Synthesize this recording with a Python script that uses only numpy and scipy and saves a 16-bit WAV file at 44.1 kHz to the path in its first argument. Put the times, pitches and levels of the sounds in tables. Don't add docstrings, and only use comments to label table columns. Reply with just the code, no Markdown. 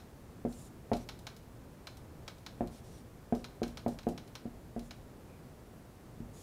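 import sys
import numpy as np
from scipy import signal
from scipy.fft import rfft, irfft, next_fast_len
from scipy.io import wavfile
from scipy.ndimage import uniform_filter1d, map_coordinates

SR = 44100
rng = np.random.default_rng(int(sys.argv[2]) if len(sys.argv) > 2 else 0)


def transcribe(signal):
    frames = np.atleast_2d(signal).T
    limited = np.clip(frames, -1, 1)
    pcm = np.round(limited * 32767).astype(np.int16)
    wavfile.write(sys.argv[1], SR, pcm)


def gain_from_db(level_db):
    decades = np.asarray(level_db, float) / 20
    return 10 ** decades


N = 283122

# start_s, peak_db, low_modes_db, middle_modes_db, contact_ms
TIP_LANDINGS = [
    (0.4468, -23, 3, 8, 0.94),
    (0.9127, -15, -0.5, -8, 0.61),
    (2.604, -20, 3, -1, 0.63),
    (3.321, -18, 1.5, -3, 0.72),
    (3.6144, -23, 2.5, 3, 0.93),
    (3.8591, -20, 0, 4.5, 0.6),
    (4.065, -20, 3.5, 3, 0.81),
    (4.4519, -30.5, 5, -2.5, 1.24),
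    (4.76, -28.5, 6, -3, 0.83),
    (6.201, -35.5, 9, 12, 2.2),
]
# pitch_hz, level_db, t60_s
PANEL_MODES = [(44, -11.5, 0.48), (121.5, -10.5, 0.11), (173.4, -18.5, 0.42), (236, 0.5, 0.19),
               (274.8, -10.5, 0.2), (355.2, -5.5, 0.15), (452, -3, 0.098), (520, -6, 0.083),
               (574.4, -10, 0.13), (648, -12, 0.043), (697.7, -3, 0.11), (715, -2.5, 0.13),
               (818, -16, 0.24), (917, -17.5, 0.16)]
# pitch_hz, level_db_per_hz
DENSE_MODES = [(60, -19), (150, -9.5), (300, -5), (700, -8), (900, -15), (1500, -22), (3000, -49),
               (6000, -70)]
# pitch_hz, level_db_per_hz
FELT_SLAP = [(700, -29), (1200, 8.5), (2000, 2), (3000, -7.5), (5000, -19), (9000, -24)]


def taps():
    out, t = np.zeros(N + SR), np.arange(SR // 2) / SR
    for start_s, peak_db, low_db, mid_db, contact_ms in TIP_LANDINGS:
        ring = 0
        for hz, level_db, t60_s in PANEL_MODES:
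            place_db = np.interp(hz, [287, 444, 610, 670], [low_db, mid_db, mid_db, 0])
            chance_db, detune = rng.normal(0, [1.5, .006])
            decay = gain_from_db(level_db + place_db + chance_db - 60 * t / t60_s)
            ring = ring + decay * np.cos(2 * np.pi * hz * (1 + detune) * t + 0.2)
        boom_swell = 1 - np.exp(-t / 0.0011)
        ring = ring + gain_from_db(-4.0 - 60 * t / 0.22) * boom_swell * noise(DENSE_MODES, len(t))

        u = (t[:250] - .002) / (contact_ms * 0.00067)
        push = np.exp(-u ** 2 * 2.4)
        body = np.convolve(ring, push / push.sum())[:len(t)]
        jerk = np.exp(-(u + 0.62) ** 2 * 2.6) - gain_from_db(0.5) * np.exp(-(u - .85) ** 2 * 1.2)
        face = np.pad(jerk, (0, len(t) - len(push)))
        slap_rise = np.clip(t / 0.00064 - 1.5, 0, 1)
        slap = gain_from_db(-35.5 - 60 * t / 0.16) * slap_rise * noise(FELT_SLAP, len(t))
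        tap = gain_from_db(-9.0) * body + gain_from_db(-4.0 + 0.5 * low_db) * face + slap
        out[round((start_s + .0024) * SR):][:len(t)] += gain_from_db(peak_db) * tap
    return filtered(out[:N], lambda hz: 1j * hz / (1j * hz + 35))


# pitch_hz, width_hz, level_db
BARREL_MODES = [(704, 810, 3.5), (1305, 190, 3), (1480, 120, 8.5), (2237, 43, -3), (4110, 134, 8.5),
                (4120, 117, 4), (5200, 500, -6), (7030, 214, -8.5)]
# delay_ms, level_db
CLICK_BOUNCES = [(0, 7), (.45, 9), (1.3, 5), (1.9, 0.5), (2.6, 3), (3.4, 6), (4.2, -43), (5.0, 5),
                 (6.1, -55), (7.3, 3.5), (9.0, -4), (10.4, -9.5), (12.2, -35)]
# start_s, peak_db
HARD_KNOCKS = [(-0.018, -36.5), (0.9331, -32.5), (1.089, -32), (1.2681, -32), (1.8705, -33.5),
               (2.2788, -32.5), (2.4635, -33.5), (3.443, -34), (3.6318, -31), (3.7722, -34), (3.988, -38),
               (4.0316, -47), (4.1773, -36.5), (4.353, -34.5), (4.9084, -36.5)]
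# start_s, peak_db, rattle_db
LIGHT_TICKS = [(0.5254, -49.5, -10), (0.9678, -47, -7), (1.1903, -51, -7.5), (1.365, -50.5, -8),
               (1.9706, -51, -9), (2.383, -56, -11), (2.6734, -49.5, -12), (3.35, -48.5, -8.5),
               (3.6794, -47, -12), (3.8811, -48, -5.5), (4.0873, -49, -4.5), (4.2764, -52.5, -12),
               (4.7932, -47, -11)]
KNOCK_RATTLE_DB, RATTLE_MS = -32.5, 1.6
THIN_HZ_PER_DB = 110


def barrel(hz):
    return sum((-1) ** k * gain_from_db(level_db) * resonance(hz, centre_hz, width_hz)
               for k, (centre_hz, width_hz, level_db) in enumerate(BARREL_MODES))


def crack(hz):
    return resonance(hz, 3890, 3450) ** 2 - gain_from_db(1.0) * resonance(hz, 1750, 3800) ** 2


def clicks():
    out, t = np.zeros(N + SR), np.arange(SR // 4) / SR
    lead_s = 0.1
    scatter = rng.standard_normal(len(t)) * gain_from_db(-20 - 60 * t / 0.13) * (1 - np.exp(-t / 0.00067))
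    for start_s, peak_db, rattle_db in [(*row, KNOCK_RATTLE_DB) for row in HARD_KNOCKS] + LIGHT_TICKS:
        chance = rng.standard_normal((3, len(t)))
        knocks = scatter + gain_from_db(-20.5 - 60 * t / 0.24) * chance[0]
        for k, (delay_ms, level_db) in enumerate(CLICK_BOUNCES):
            at_ms = abs(delay_ms + .03 * chance[2, 50 + k])
            knocks[round(at_ms * 1e-3 * SR)] += gain_from_db(level_db + chance[2, k])
        thin_hz = max(50, THIN_HZ_PER_DB * (rattle_db - KNOCK_RATTLE_DB))
        ring = filtered(knocks, lambda hz: (crack(hz) + barrel(hz)) * (1j * hz / (1j * hz + thin_hz)) ** 2)

        rattle = chance[1] * (np.exp(-(t / (RATTLE_MS / 1000)) ** 2) + gain_from_db(-3 - 60 * t / 0.11))
        edge = filtered(rattle, lambda hz: resonance(hz, 5900, 14000) ** 2)
        click = gain_from_db(-11.0) * ring / ring[:400].std() + gain_from_db(rattle_db + 0.5) * edge / edge[:150].std()
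        out[round((start_s + lead_s + .0002) * SR):][:len(t)] += gain_from_db(peak_db) * click
    return out[round(lead_s * SR):][:N]


# start_s, length_s, top_db, fastest_place_0_to_1, whistle_hz
PEN_STROKES = [(0.476, 0.22, -61.5, 0.67, 7200), (0.941, 0.11, -63, .15, 5800),
               (2.705, .105, -64, 0.7, 5700), (2.827, 0.12, -67.5, 0.2, 5800),
               (2.901, 0.128, -64, 0.4, 5790), (3.355, 0.08, -65, .3, 5660), (3.64, 0.099, -66, .3, 5750),
               (3.883, 0.08, -64, 0.3, 5680), (4.084, 0.053, -64.5, .15, 5610),
               (4.812, .085, -68, .5, 7060), (6.328, 0.23, -58, 0.75, 6750)]
# pitch_hz, level_db_per_hz
FELT_HISS = [(3000, -34), (5500, -4), (6500, -1), (8000, -1), (9200, -1), (11500, -6.5), (14500, -16),
             (16500, -20)]
# pitch_hz, level_db_per_hz
FELT_SCRUB = [(800, -21), (1800, -2), (3500, 8), (5500, 6), (7500, -31), (10000, -30)]
# start_s, length_s, level_db, pitch_hz, width_hz
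FAINT_RUB = (5.24, .17, -70.5, 2400, 150)
SPEED_SHAPE, SAG_HZ_PER_S = 0.53, 1140
WHISTLE_DB, OVERTONE_HZ, OVERTONE_DB = -5, 9050, -12.5
SCRUB_DB, SCRUB_DB_PER_KHZ = -1, -4
HISS_BELOW_HZ, PATCHY_DB = 1900, 1.5


def strokes():
    out, n = np.zeros(N + SR), SR // 4
    t = np.arange(n) / SR
    for start_s, length_s, top_db, fastest, whistle_hz in PEN_STROKES:
        progress = np.interp(t / length_s, [0, np.clip(fastest, .05, .95), 1], [0, 1, 0])
        speed = np.sin(np.pi / 2 * progress) ** SPEED_SHAPE
        sagging_hz = whistle_hz - SAG_HZ_PER_S * (t - length_s / 2)
        tones = gain_from_db(WHISTLE_DB) * whistle(sagging_hz, 300)
        tones = tones + gain_from_db(OVERTONE_DB) * whistle(np.full(n, OVERTONE_HZ), 350)
        scrub_db = SCRUB_DB + SCRUB_DB_PER_KHZ * (whistle_hz - 5700) / 1000
        scrub = gain_from_db(scrub_db) * noise(FELT_SCRUB, n)
        hiss_from_hz = whistle_hz - HISS_BELOW_HZ
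        hiss = filtered(noise(FELT_HISS, n), lambda hz: 1 / (1 + (hiss_from_hz / (hz + 1)) ** 12))
        grain = gain_from_db(.8 * wobble(410, n) + 1.3 * wobble(42, n))
        felt = patchy(hiss + tones + scrub, PATCHY_DB)
        out[round(start_s * SR):][:n] += gain_from_db(top_db) * speed * grain * felt

    start_s, length_s, level_db, rub_hz, width_hz = FAINT_RUB
    n = round(length_s * SR)
    out[round(start_s * SR):][:n] += gain_from_db(level_db) * np.hanning(n) * whistle(np.full(n, rub_hz), width_hz)
    return out[:N]


def whistle(hz, width_hz):
    band = unit(filtered(rng.standard_normal(len(hz)), lambda f: 1 / (1 + 1j * f / width_hz) ** 2))
    return np.sqrt(2) * band * np.sin(2 * np.pi * np.cumsum(hz) / SR)


def patchy(x, depth_db):
    z = signal.stft(x, nperseg=256)[2]
    field = uniform_filter1d(rng.standard_normal(z.shape), size=3, axis=0)
    field = uniform_filter1d(field, size=14, axis=1)
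    return unit(signal.istft(z * gain_from_db(depth_db * unit(field)), nperseg=256)[1][:len(x)])


# pitch_hz, t60_s
ROOM_DECAY = [(100, 0.57), (500, 0.31), (2000, 0.5), (4000, 0.41), (6000, 0.177), (12000, 0.48)]


def room(x):
    out, hop = np.zeros(N + 2 * SR), round(.15 * SR)
    for start in range(0, N, hop):
        hz, t, z = signal.stft(rng.standard_normal(SR // 3), SR, nperseg=256)
        decay = gain_from_db(-60 * t / along(ROOM_DECAY, hz)[:, None])
        tail = signal.istft(z * decay, SR, nperseg=256)[1]
        wet = signal.fftconvolve(x[start:start + hop], tail / np.linalg.norm(tail))
        out[start + 200:][:len(wet)] += wet
    return out[:N]


# pitch_hz, level_db_per_hz
AIR_NOISE = [(12, -42), (20, -8), (123, -1.5), (216, -7), (459, -11.5), (2320, -30), (3160, -33.5),
             (16000, -38.5)]
# pitch_hz, width_hz, level_db
FAN_LINES = [(60.7, 35, -63), (119.3, 6.6, -63.5), (236.4, 75, -66)]
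AIR_DB = -53


def air():
    lines = 0
    for centre_hz, width_hz, level_db in FAN_LINES:
        line = filtered(rng.standard_normal(N), lambda hz: resonance(hz, centre_hz, width_hz) ** 2)
        lines = lines + gain_from_db(level_db + 1.37 * wobble(1.4)) * unit(line)
    bed = noise(AIR_NOISE)
    rumble = filtered(bed, lambda hz: 1 / (1 + (hz / 900) ** 2))
    hiss = bed - rumble
    return gain_from_db(AIR_DB) * (hiss + rumble * gain_from_db(1.24 * wobble(6.6))) + lines


def unit(x):
    return x / np.sqrt(np.mean(x ** 2) + 1e-20)


def along(points, hz):
    f, v = np.transpose(points)
    return np.interp(np.log(hz + 1), np.log(f + 1), v)


def filtered(x, response):
    m = next_fast_len(len(x) + 8192)
    return irfft(rfft(x, m) * response(np.fft.rfftfreq(m, 1 / SR)), m)[:len(x)]


def noise(spectrum, n=N):
    return unit(filtered(rng.standard_normal(n), lambda hz: gain_from_db(along(spectrum, hz))))


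def resonance(hz, centre_hz, width_hz):
    return 1j * hz * width_hz / (centre_hz ** 2 - hz ** 2 + 1j * hz * width_hz)


def wobble(rate_hz, n=N):
    knots = rng.standard_normal(int(n * rate_hz / SR) + 4)
    return map_coordinates(knots, [np.arange(n) * rate_hz / SR])


def scene():
    thump, click, felt = taps(), clicks(), strokes()
    wet = room(gain_from_db(-12.0) * thump + gain_from_db(-12.0) * click + gain_from_db(-16) * felt)
    return (thump + click + felt + wet + air())[None]


def band_limit(x):
    return signal.sosfilt(signal.butter(12, 16480, fs=SR, output="sos"), x)


def record(dry):
    mix = filtered(dry[0], lambda hz: 1 / (1 + (hz / 15700) ** 120))[None]
    return band_limit(mix)


dry = scene()
out = record(dry)
transcribe(out)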